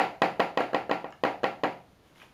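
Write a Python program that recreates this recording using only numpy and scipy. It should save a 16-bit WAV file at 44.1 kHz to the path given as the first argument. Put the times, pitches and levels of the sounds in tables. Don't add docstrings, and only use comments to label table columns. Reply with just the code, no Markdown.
import sys
import numpy as np
from scipy import signal
from scipy.fft import rfft, irfft
from scipy.io import wavfile

SR = 44100
rng = np.random.default_rng(int(sys.argv[2]) if len(sys.argv) > 2 else 0)


def bounce(signal):
    frames = np.transpose(np.atleast_2d(signal))
    limited = np.clip(frames, -1, 1)
    pcm = np.round(limited * 32767).astype(np.int16)
    wavfile.write(sys.argv[1], SR, pcm)


N = 102753

# frequency in Hz, density in dB per Hz.
HISS_HZ_DB = [(25, -97), (80, -84), (150, -86.5), (300, -89.5), (600, -94), (1000, -99), (2000, -104),
              (4000, -108), (5000, -112), (7000, -115), (8000, -123), (9000, -116), (11800, -120),
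              (13000, -117), (15500, -125)]
MIC_LOW_CUT_HZ, MIC_TOP_CUT_HZ = 130, 16400

# time in seconds, level in dB, hardness as treble gain in dB.
BRIGHT_TAPS_S_DB_DB = [(-.0068, 4.5, 1), (.2171, 4.5, -1.5), (.3992, 0.5, 0.5), (.572, 0, -0.5),
                       (.7439, 0.16, -2), (.9103, 0, -1.5), (1.0413, -10.5, -17), (1.2344, 0.65, -3),
                       (1.4395, 0.4, -1.5), (1.6335, -1.8, -2)]
# time in seconds, level in dB, hardness as treble gain in dB.
DULL_TAPS_S_DB_DB = [(-.01, -24, -6), (.2182, -2, 2.5), (.3945, -0.4, -2.5), (.6032, -1, -2),
                     (.7303, -7.5, -3), (.8933, -5, -6.5), (1.2484, 0, -2), (1.4312, -6, -2),
                     (1.6404, -1, -4)]
HARDNESS_HZ = 1300
LEAD_S = 0.02

# frequency in Hz, level in dB re tap, T60 in seconds.
KNOCK_HZ_DB_S = [(513, -0.5, 0.0095), (313, -16.5, 0.011)]
KNOCK_LAG_S, KNOCK_RISE_S = 0.0011, 0.0016

# frequency in Hz, gain in dB.
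CRACK_HZ_DB = [(1000, -36), (2500, -36), (5000, -46.5), (7000, -36.5), (8000, -52.5), (9800, -48.5),
               (11800, -51.5), (13500, -51.5), (16000, -46)]
CRACK_LAG_S, CRACK_T60_S, DULL_CRACK_DB = 0.0016, 0.024, 2.5

# frequency in Hz, level in dB re tap, T60 in seconds.
BRIGHT_RING_HZ_DB_S = [(1000, -5.5, 0.012), (1894, -17.5, 0.032), (2564, -18.5, 0.019), (3060, -9, 0.0076),
                       (3356, -18.5, 0.011), (4050, -17.5, 0.0082), (4763, -21, 0.0095),
                       (6270, -34.5, 0.01)]
# frequency in Hz, level in dB re tap, T60 in seconds.
DULL_RING_HZ_DB_S = [(1300, -9.5, .012), (1646, -13, 0.019), (2860, -17, 0.01), (4140, -21, 0.0083),
                     (6620, -43, 0.0052)]
RING_LAG_S, RING_RISE_S = 0.0022, 0.0021

# delay in seconds, level in dB re tap, frequency in Hz.
BRIGHT_ECHOES_S_DB_HZ = [(.0078, -9, 860), (.015, -8, 810), (.0204, -14.5, 900)]
# delay in seconds, level in dB re tap, frequency in Hz.
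DULL_ECHOES_S_DB_HZ = [(.0064, -10.5, 1124), (.0094, -8, 710), (.0135, -12.5, 740)]
ECHO_RISE_S, ECHO_T60_S = 0.00072, 0.0083

# frequency in Hz, gain in dB.
TAIL_HZ_DB = [(70, -44.5), (140, -23), (300, -2.5), (500, -10.5), (760, -1), (1000, -11), (1450, -15),
              (2000, -12), (2800, -17.5), (3500, -27.5), (4700, -29), (5600, -41), (7300, -42), (8000, -57),
              (9800, -46.5), (11800, -55), (13500, -51), (15800, -56)]
# band centre in Hz, T60 in seconds.
ROOM_HZ_T60_S = [(100, 0.86), (260, 0.26), (700, 0.37), (1840, 0.31), (4850, 0.34), (10000, 0.39)]
# frequency in Hz, level in dB before the heel's tail gain.
ROOM_TONES_HZ_DB = [(128, -49.5), (174, -47.5), (291, -41), (385, -42.5), (470, -38), (539, -35),
                    (654, -37), (721, -36), (760, -38), (792, -34.5), (835, -39), (885, -47), (962, -36),
                    (1137, -74), (1258, -56), (1364, -39)]
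TAIL_NOISE_DB, TAIL_RISE_S = -7, 0.011
DULL_TAIL_DB, DULL_TILT_DB_PER_OCT = -2, 0.5
TAIL_CHANGE = 0.26

# time in seconds, level in dB, frequency in Hz, T60 in seconds.
TICKS_S_DB_HZ_S = [(1.106, -56, 5700, 0.0096), (1.1235, -50.5, 5250, .008), (1.125, -42, 2200, 0.016),
                   (1.126, -37.5, 1300, 0.012), (2.159, -48, 2200, 0.008), (2.201, -44, 2350, .01),
                   (2.2175, -39.5, 1930, 0.015), (2.2186, -42.5, 1250, 0.015), (2.226, -43, 2300, .01),
                   (2.231, -46, 630, 0.025)]
TICK_RISE_S, TICK_SPREAD = 0.00023, 1.276
TICK_ROOM_DB, WALL_CUT_HZ = -3, 7900

# time in seconds, level in dB.
SLIDE_S_DB = [(2.03, -74), (2.08, -65.5), (2.145, -70), (2.16, -62), (2.19, -59.5), (2.225, -56.5),
              (2.27, -64), (2.33, -69)]
# frequency in Hz, relative gain in dB.
SLIDE_HZ_DB = [(400, -21), (900, -10.5), (2000, -15.5), (3300, -15.5), (4500, -23.5), (7000, -26),
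               (8000, -36.5), (10000, -28.5), (15000, -35.5)]
SLIDE_GRAINS_PER_S, SLIDE_GRAIN_DB = 5300, 1.5

TAP_S = 0.5
TAP_T_S = np.arange(int(TAP_S * SR)) / SR


def amp(db):
    return 10 ** (np.asarray(db) / 20)


def at_hz(points, hz):
    point_hz, values = np.transpose(points)
    return np.interp(np.log(np.maximum(hz, 1)), np.log(point_hz), values)


def coloured(x, points):
    gain = amp(at_hz(points, np.fft.rfftfreq(len(x), 1 / SR)))
    return irfft(rfft(x) * gain, len(x))


def modes(table, lag_s, rise_s, seconds):
    t = np.maximum(np.arange(int(seconds * SR)) / SR - lag_s, 0)
    total = np.zeros(len(t))
    for hz, db, t60_s in table:
        total += amp(db - 60 * t / t60_s) * np.sin(2 * np.pi * hz * t)
    return (1 - np.exp(-t / rise_s)) * total


def mic_hiss():
    return np.sqrt(SR / 2) * coloured(rng.standard_normal(N), HISS_HZ_DB)


def floor_knock():
    return modes(KNOCK_HZ_DB_S, KNOCK_LAG_S, KNOCK_RISE_S, TAP_S)


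def tip_crack(crack_db):
    after_s = TAP_T_S - CRACK_LAG_S
    envelope = amp(crack_db - 60 * after_s / CRACK_T60_S) * (after_s > 0)
    return envelope * coloured(rng.standard_normal(len(TAP_T_S)), CRACK_HZ_DB)


def heel_ring(ring):
    return modes(ring, RING_LAG_S, RING_RISE_S, TAP_S)


def wall_echoes(echoes):
    return sum(modes([(hz, db, ECHO_T60_S)], delay_s, ECHO_RISE_S, TAP_S) for delay_s, db, hz in echoes)


def room_tail(white, tilt_db_per_oct):
    hz = np.fft.rfftfreq(len(TAP_T_S), 1 / SR)
    tilt_db = tilt_db_per_oct * np.log2(np.clip(hz / 700, 1, 8))
    tinted = rfft(white) * amp(TAIL_NOISE_DB + at_hz(TAIL_HZ_DB, hz) + tilt_db)
    tail = 0
    for k, (_, t60_s) in enumerate(ROOM_HZ_T60_S):
        corners = [(f, float(j == k)) for j, (f, _) in enumerate(ROOM_HZ_T60_S)]
        band = irfft(tinted * at_hz(corners, hz), len(TAP_T_S))
        tail = tail + band * amp(-60 * TAP_T_S / t60_s)
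    return tail


def room_tones():
    tones = np.zeros(len(TAP_T_S))
    for hz, db in ROOM_TONES_HZ_DB:
        decay = amp(db - 60 * TAP_T_S / at_hz(ROOM_HZ_T60_S, hz))
        tones += decay * np.sin(2 * np.pi * (hz * TAP_T_S + rng.random()))
    return tones


def heel(taps, ring, echoes, crack_db, tail_db, tilt_db_per_oct):
    n = len(TAP_T_S)
    early = floor_knock() + heel_ring(ring) + wall_echoes(echoes)
    tones = room_tones()
    shared_noise = rng.standard_normal(n)
    swell = amp(tail_db) * (1 - np.exp(-(TAP_T_S / TAIL_RISE_S) ** 2))
    hardness_filter = signal.butter(1, HARDNESS_HZ, fs=SR)
    out = np.zeros(N + SR)
    for time_s, db, treble_db in taps:
        fresh_noise = rng.standard_normal(n)
        white = np.sqrt(1 - TAIL_CHANGE) * shared_noise + np.sqrt(TAIL_CHANGE) * fresh_noise
        tail = swell * (room_tail(white, tilt_db_per_oct) + tones)
        tap = early + tail + tip_crack(crack_db)
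        soft = signal.lfilter(*hardness_filter, tap)
        treble = tap - soft
        out[int((time_s + LEAD_S) * SR):][:n] += amp(db) * (soft + amp(treble_db) * treble)
    return out[int(LEAD_S * SR):][:N]


def ticks():
    out = np.zeros(N + SR)
    for time_s, db, hz, t60_s in TICKS_S_DB_HZ_S:
        pair = [(hz, db, t60_s), (hz * TICK_SPREAD, db - 1, t60_s)]
        tick = modes(pair, 0, TICK_RISE_S, 0.05)
        out[int(time_s * SR):][:len(tick)] += tick
    return out[:N]


def small_room(x):
    t = np.arange(SR // 3) / SR
    decay = amp(-60 * t / at_hz(ROOM_HZ_T60_S, 2000)) * (t > 0.004)
    tail = rng.standard_normal(len(t)) * decay
    dulled = signal.lfilter(*signal.butter(2, WALL_CUT_HZ, fs=SR), x)
    return signal.fftconvolve(dulled, tail / np.sqrt(np.sum(tail ** 2)))[:N]


def slide():
    hits = rng.random(N) < SLIDE_GRAINS_PER_S / SR
    grains = hits * amp(SLIDE_GRAIN_DB * rng.exponential(1, N)) * rng.choice([-1, 1], N)
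    grit = coloured(grains, SLIDE_HZ_DB)
    time_s, db = np.transpose(SLIDE_S_DB)
    envelope = amp(np.interp(np.arange(N) / SR, time_s, db, left=-120))
    return envelope * grit / np.std(grit)


def scene():
    bright = heel(BRIGHT_TAPS_S_DB_DB, BRIGHT_RING_HZ_DB_S, BRIGHT_ECHOES_S_DB_HZ,
                  crack_db=0, tail_db=0, tilt_db_per_oct=0)
    dull = heel(DULL_TAPS_S_DB_DB, DULL_RING_HZ_DB_S, DULL_ECHOES_S_DB_HZ,
                DULL_CRACK_DB, DULL_TAIL_DB, DULL_TILT_DB_PER_OCT)
    small = ticks()
    small_wet = amp(TICK_ROOM_DB) * small_room(small)
    return (bright + dull + small + small_wet + slide())[None]


def record(dry):
    low_cut = signal.butter(4, MIC_LOW_CUT_HZ, "high", fs=SR, output="sos")
    top_cut = signal.cheby2(12, 60, MIC_TOP_CUT_HZ, fs=SR, output="sos")
    lean = signal.sosfilt(low_cut, dry)
    return signal.sosfilt(top_cut, lean + mic_hiss())


dry = scene()
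out = record(dry)
bounce(out)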